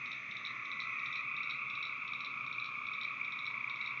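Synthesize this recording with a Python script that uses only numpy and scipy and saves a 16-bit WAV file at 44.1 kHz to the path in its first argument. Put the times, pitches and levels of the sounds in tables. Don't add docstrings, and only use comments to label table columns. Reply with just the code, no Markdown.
import sys
import numpy as np
from scipy import signal
from scipy.fft import rfft, irfft
from scipy.io import wavfile

SR = 44100
rng = np.random.default_rng(int(sys.argv[2]) if len(sys.argv) > 2 else 0)


def to_wav(sig):
    pcm = np.clip(np.atleast_2d(sig), -1, 1) * 32767
    pcm = np.round(pcm).astype(np.int16)
    wavfile.write(sys.argv[1], SR, pcm.T)


N = 176400
TIME = np.arange(N) / SR


def from_db(db):
    return 10 ** (np.asarray(db) / 20)


def rms_one(x):
    return x / np.sqrt(np.mean(x ** 2) + 1e-20)


def add(out, start_s, sound):
    i = int(round(start_s * SR))
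    low, high = max(i, 0), min(i + len(sound), N)
    if high > low:
        out[low:high] += sound[low - i:high - i]


def coloured(gain_at):
    hz = np.maximum(np.arange(N // 2 + 1) * SR / N, 1)
    return rms_one(irfft(rfft(rng.standard_normal(N)) * gain_at(hz), N))


def wash(spectrum):
    points_hz, db = np.transpose(spectrum)
    return coloured(lambda hz: from_db(np.interp(np.log(hz), np.log(points_hz), db)))


def drift(rate_hz):
    return coloured(lambda hz: 1 / (1 + (hz / rate_hz) ** 2))


def outdoors(x, echo_db, tail_s=0.35):
    bank_s, bank_share, delay_s = 0.04, 0.23, 0.003
    t = TIME[:SR]
    bank, trees = (rms_one(np.exp(-np.log(1000) * t / fade_s)) for fade_s in (bank_s, tail_s))
    fade = np.sqrt(bank_share * bank ** 2 + (1 - bank_share) * trees ** 2)
    echoes = rng.standard_normal(SR) * fade * (t > delay_s)
    return x + from_db(echo_db) * signal.fftconvolve(x, rms_one(echoes) / np.sqrt(SR))[:N]


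def trill(start, length, rate, hz):
    rise_s, fall_s, squareness = 0.0027, 0.0025, 2.52
    glide_per_s = 13.7
    jitter_s, spread_db = 0.0005, 1.9
    t = np.arange(-SR // 80, SR // 80) / SR
    envelope = np.exp(-.5 * np.abs(t / np.where(t < 0, rise_s, fall_s)) ** squareness)
    pulse = envelope * np.sin(2 * np.pi * hz * (t + .5 * glide_per_s * t ** 2))
    out, chance = np.zeros(N), rng.standard_normal(size=(60, 2))
    for s, (late, loud) in zip(np.arange(start, start + length, 1 / rate), chance):
        add(out, s + t[0] + jitter_s * late, pulse * from_db(spread_db * loud))
    return out


def night_air():
    # (frequency [Hz], relative level [dB])
    air = [(25, -54), (40, -37.5), (62, -13), (100, -9.5), (135, 0.5), (170, -1.5), (240, 3.5), (330, -4.5),
           (450, -7.5), (620, -6.5), (850, -10.5), (1700, -5.5), (2900, -8.5), (3550, -2.5), (4400, -17.5),
           (5500, -22), (6600, -23), (7500, -40)]
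    # (frequency [Hz], relative level [dB])
    blur = [(850, -46), (1050, -9), (1170, -2.5), (1370, -5.5), (1600, -22), (1900, -22.5), (2250, 4),
            (2500, -4.5), (2700, -4), (2950, -26), (3300, -47.5)]
    hum_hz, hum_width_hz = 130.2, 15
    hum = coloured(lambda hz: 1 / (1 + ((hz - hum_hz) / hum_width_hz) ** 2))
    return from_db(-59) * wash(air) + from_db(-67.5) * hum + from_db(-50) * wash(blur)


def toads():
    # (start [s], end [s], first pitch [Hz], last pitch [Hz], buzz rate [Hz], level [dB])
    drones = [(-.1, 1.23, 2105, 1945, 112, -53), (-.1, .66, 1845, 1745, 88, -63),
              (-.1, .7, 1995, 1850, 71, -62), (2.55, 4.1, 1690, 1660, 85, -73)]
    fade_s, buzz_depth, waver = 0.021, 0.99, 0.0043
    shrill_hz, sag_hz_per_s, shrill_end_s = 6120, 67, 1.23
    out = np.zeros(N)
    for start, end, first_hz, last_hz, buzz_hz, db in drones:
        hz = np.interp(TIME, [start, end], [first_hz, last_hz]) * (1 + waver * drift(rate_hz=15))
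        buzz = 1 + buzz_depth * np.sin(2 * np.pi * buzz_hz * np.cumsum(hz / first_hz) / SR)
        fade = np.clip(np.minimum(TIME - start, end - TIME) / fade_s, 0, 1)
        out += from_db(db) * fade * buzz * np.sin(2 * np.pi * np.cumsum(hz) / SR)
    shrill = drift(rate_hz=210) * np.sin(2 * np.pi * np.cumsum(shrill_hz - sag_hz_per_s * TIME) / SR)
    shrill_fade = np.clip((shrill_end_s - TIME) / fade_s, 0, 1)
    return outdoors(out, echo_db=-3.5) + from_db(-74) * shrill * shrill_fade


def far_tree_frogs(count=64, trill_s=0.7):
    # (time [s], upper tones' level [dB], lowest tone's level [dB])
    crowd_levels = [(0, -43, -52.5), (.25, -49.5, -64.5), (0.448, -50.5, -54.5), (0.751, -46.5, -50.5),
                    (.85, -43, -49), (1.7, -41.5, -51), (2.1, -44.5, -51.5), (2.5, -46, -49),
                    (2.9, -44.5, -51.5), (3.2, -42, -52), (3.601, -47, -51.5), (4, -42.5, -51.5)]
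    # (start [s], length [s], pulse rate [Hz], pitch [Hz], level [dB])
    low_trills = [(-.1, 1.1, 33, 2110, -44.5), (0.797, 0.75, 36, 2060, -45), (1.4, 0.82, 33.7, 2124, -50.5),
                  (2.938, 1.2, 44, 1994, -52.5)]
    upper, lower = np.zeros(N), np.zeros(N)
    starts = np.linspace(-trill_s, N / SR, count)
    for start, (shift, haste) in zip(starts, rng.triangular(-1, 0, 1, size=(count, 2))):
        rate = 31 + 5 * haste
        upper_hz, lower_hz = 2368.7 + 277 * shift, 1214 + 198 * shift
        upper += trill(start, trill_s, rate, upper_hz)
        upper += from_db(-32) * trill(start, trill_s, rate, 1.5 * upper_hz)
        lower += trill(start, trill_s, rate, lower_hz)
    times, upper_db, lower_db = np.transpose(crowd_levels)
    crowd = np.zeros(N)
    for tones, db in ((upper, upper_db), (lower, lower_db)):
        crowd += from_db(np.interp(TIME, times, db)) * rms_one(outdoors(tones, echo_db=0))
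    large = sum(from_db(db) * trill(start, length, rate, hz) for start, length, rate, hz, db in low_trills)
    return crowd + outdoors(large, echo_db=0)


def cricket_frog():
    # (time [s], level before the sac [dB], pitch [Hz])
    clicks = [(0.0588, -40, 3730), (0.1157, -37, 3710), (0.1304, -39.5, 3770), (0.3119, -40.5, 3670),
              (0.3679, -39, 3730), (.4505, -36.5, 3840), (0.4597, -38.5, 3840), (.469, -38.5, 3850),
              (0.654, -40.5, 3660), (0.7158, -40.5, 3800), (0.8009, -37.5, 3870), (0.81, -39.5, 3870),
              (.818, -39, 3860), (.9935, -42.5, 3720), (1.06, -37.5, 3740), (1.1279, -38, 3720),
              (1.1563, -38.5, 3850), (1.169, -40, 3920), (1.3651, -41, 3690), (1.4318, -36.5, 3780),
              (1.498, -36.5, 3820), (1.5085, -39, 3820), (1.518, -50.5, 3890), (1.6999, -39, 3680),
              (1.7522, -39, 3770), (1.8274, -35, 3830), (1.8528, -36.5, 3870), (1.8688, -40, 3880),
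              (2.0782, -41, 3700), (2.1345, -39, 3730), (2.2058, -36.5, 3830), (2.2474, -35.5, 3910),
              (2.2596, -41.5, 3720), (2.4647, -41, 3710), (2.5265, -39.5, 3770), (2.599, -40.5, 3860),
              (2.643, -39, 3800), (2.6589, -38.5, 3910), (2.8685, -42.5, 3740), (2.9355, -40, 3710),
              (3.0125, -38, 3740), (3.0332, -39, 3900), (3.046, -42, 3800), (3.2474, -42, 3740),
              (3.3218, -39.5, 3720), (3.3895, -40.5, 3790), (3.4546, -38, 3840), (3.4658, -36.5, 3910),
              (3.6962, -40.5, 3700), (3.7584, -40, 3720), (3.812, -40, 3820), (3.8601, -39.5, 3780),
              (3.8735, -40.5, 3950)]
    attack_s, hold_s, ring_s = 0.00062, 0.0031, 0.00041
    glide_hz_per_s, overtone_hz, sac_band_hz = 75000, 5480, (2200, 4080)
    main, overtone, t = np.zeros(N), np.zeros(N), TIME[:SR // 100]
    envelope = np.minimum(t / attack_s, 1) * np.exp(-np.maximum(t - hold_s, 0) / ring_s)
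    for s, db, hz in clicks:
        burst = from_db(db) * envelope
        cycles = t * (hz + .5 * glide_hz_per_s * (t - hold_s))
        add(main, s - attack_s, burst * np.sin(2 * np.pi * cycles))
        add(overtone, s, burst * np.sin(2 * np.pi * overtone_hz * t))
    sac = signal.butter(3, sac_band_hz, "band", fs=SR, output="sos")
    rasp = 1 + 0.54 * drift(rate_hz=600)
    voice = signal.sosfilt(sac, main * rasp) + from_db(-20.5) * overtone
    return outdoors(voice, echo_db=-3, tail_s=0.25)


def near_tree_frogs():
    # (start [s], length [s], pulse rate [Hz], octave's pitch [Hz], octave's level [dB],
    # lowest tone's level [dB])
    trills = [(0.263, .66, 29.75, 2310, -42, -55), (0.510, .39, 34.9, 2330, -44, -48),
              (0.839, .39, 30.0, 2400, -38.5, -52), (0.991, .44, 31.15, 2340, -39, -53),
              (1.377, .62, 30.9, 2350, -39, -60), (1.463, .33, 31.85, 2380, -43, -45),
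              (2.022, .16, 29.4, 2320, -36.5, -54), (2.272, .37, 28.7, 2380, -35, -51),
              (2.625, .68, 30.4, 2320, -35, -52), (2.660, .33, 31.7, 2280, -45, -45),
              (2.922, .37, 33.95, 2320, -43, -54), (3.283, .65, 30.4, 2310, -44, -60),
              (3.446, .55, 30.15, 2320, -32.5, -58)]
    out = np.zeros(N)
    for start, length, rate, octave_hz, octave_db, lowest_db in trills:
        for multiple, db in enumerate((lowest_db, octave_db, octave_db - 25.5), 1):
            out += from_db(db) * trill(start, length, rate, multiple * octave_hz / 2)
    return outdoors(out, echo_db=-8)


def scene():
    return (near_tree_frogs() + far_tree_frogs() + cricket_frog() + toads() + night_air())[None]


def record(dry):
    cutoff_hz = 7400
    return signal.sosfilt(signal.ellip(10, .2, 80, cutoff_hz, fs=SR, output="sos"), dry)


dry = scene()
out = record(dry)
to_wav(out)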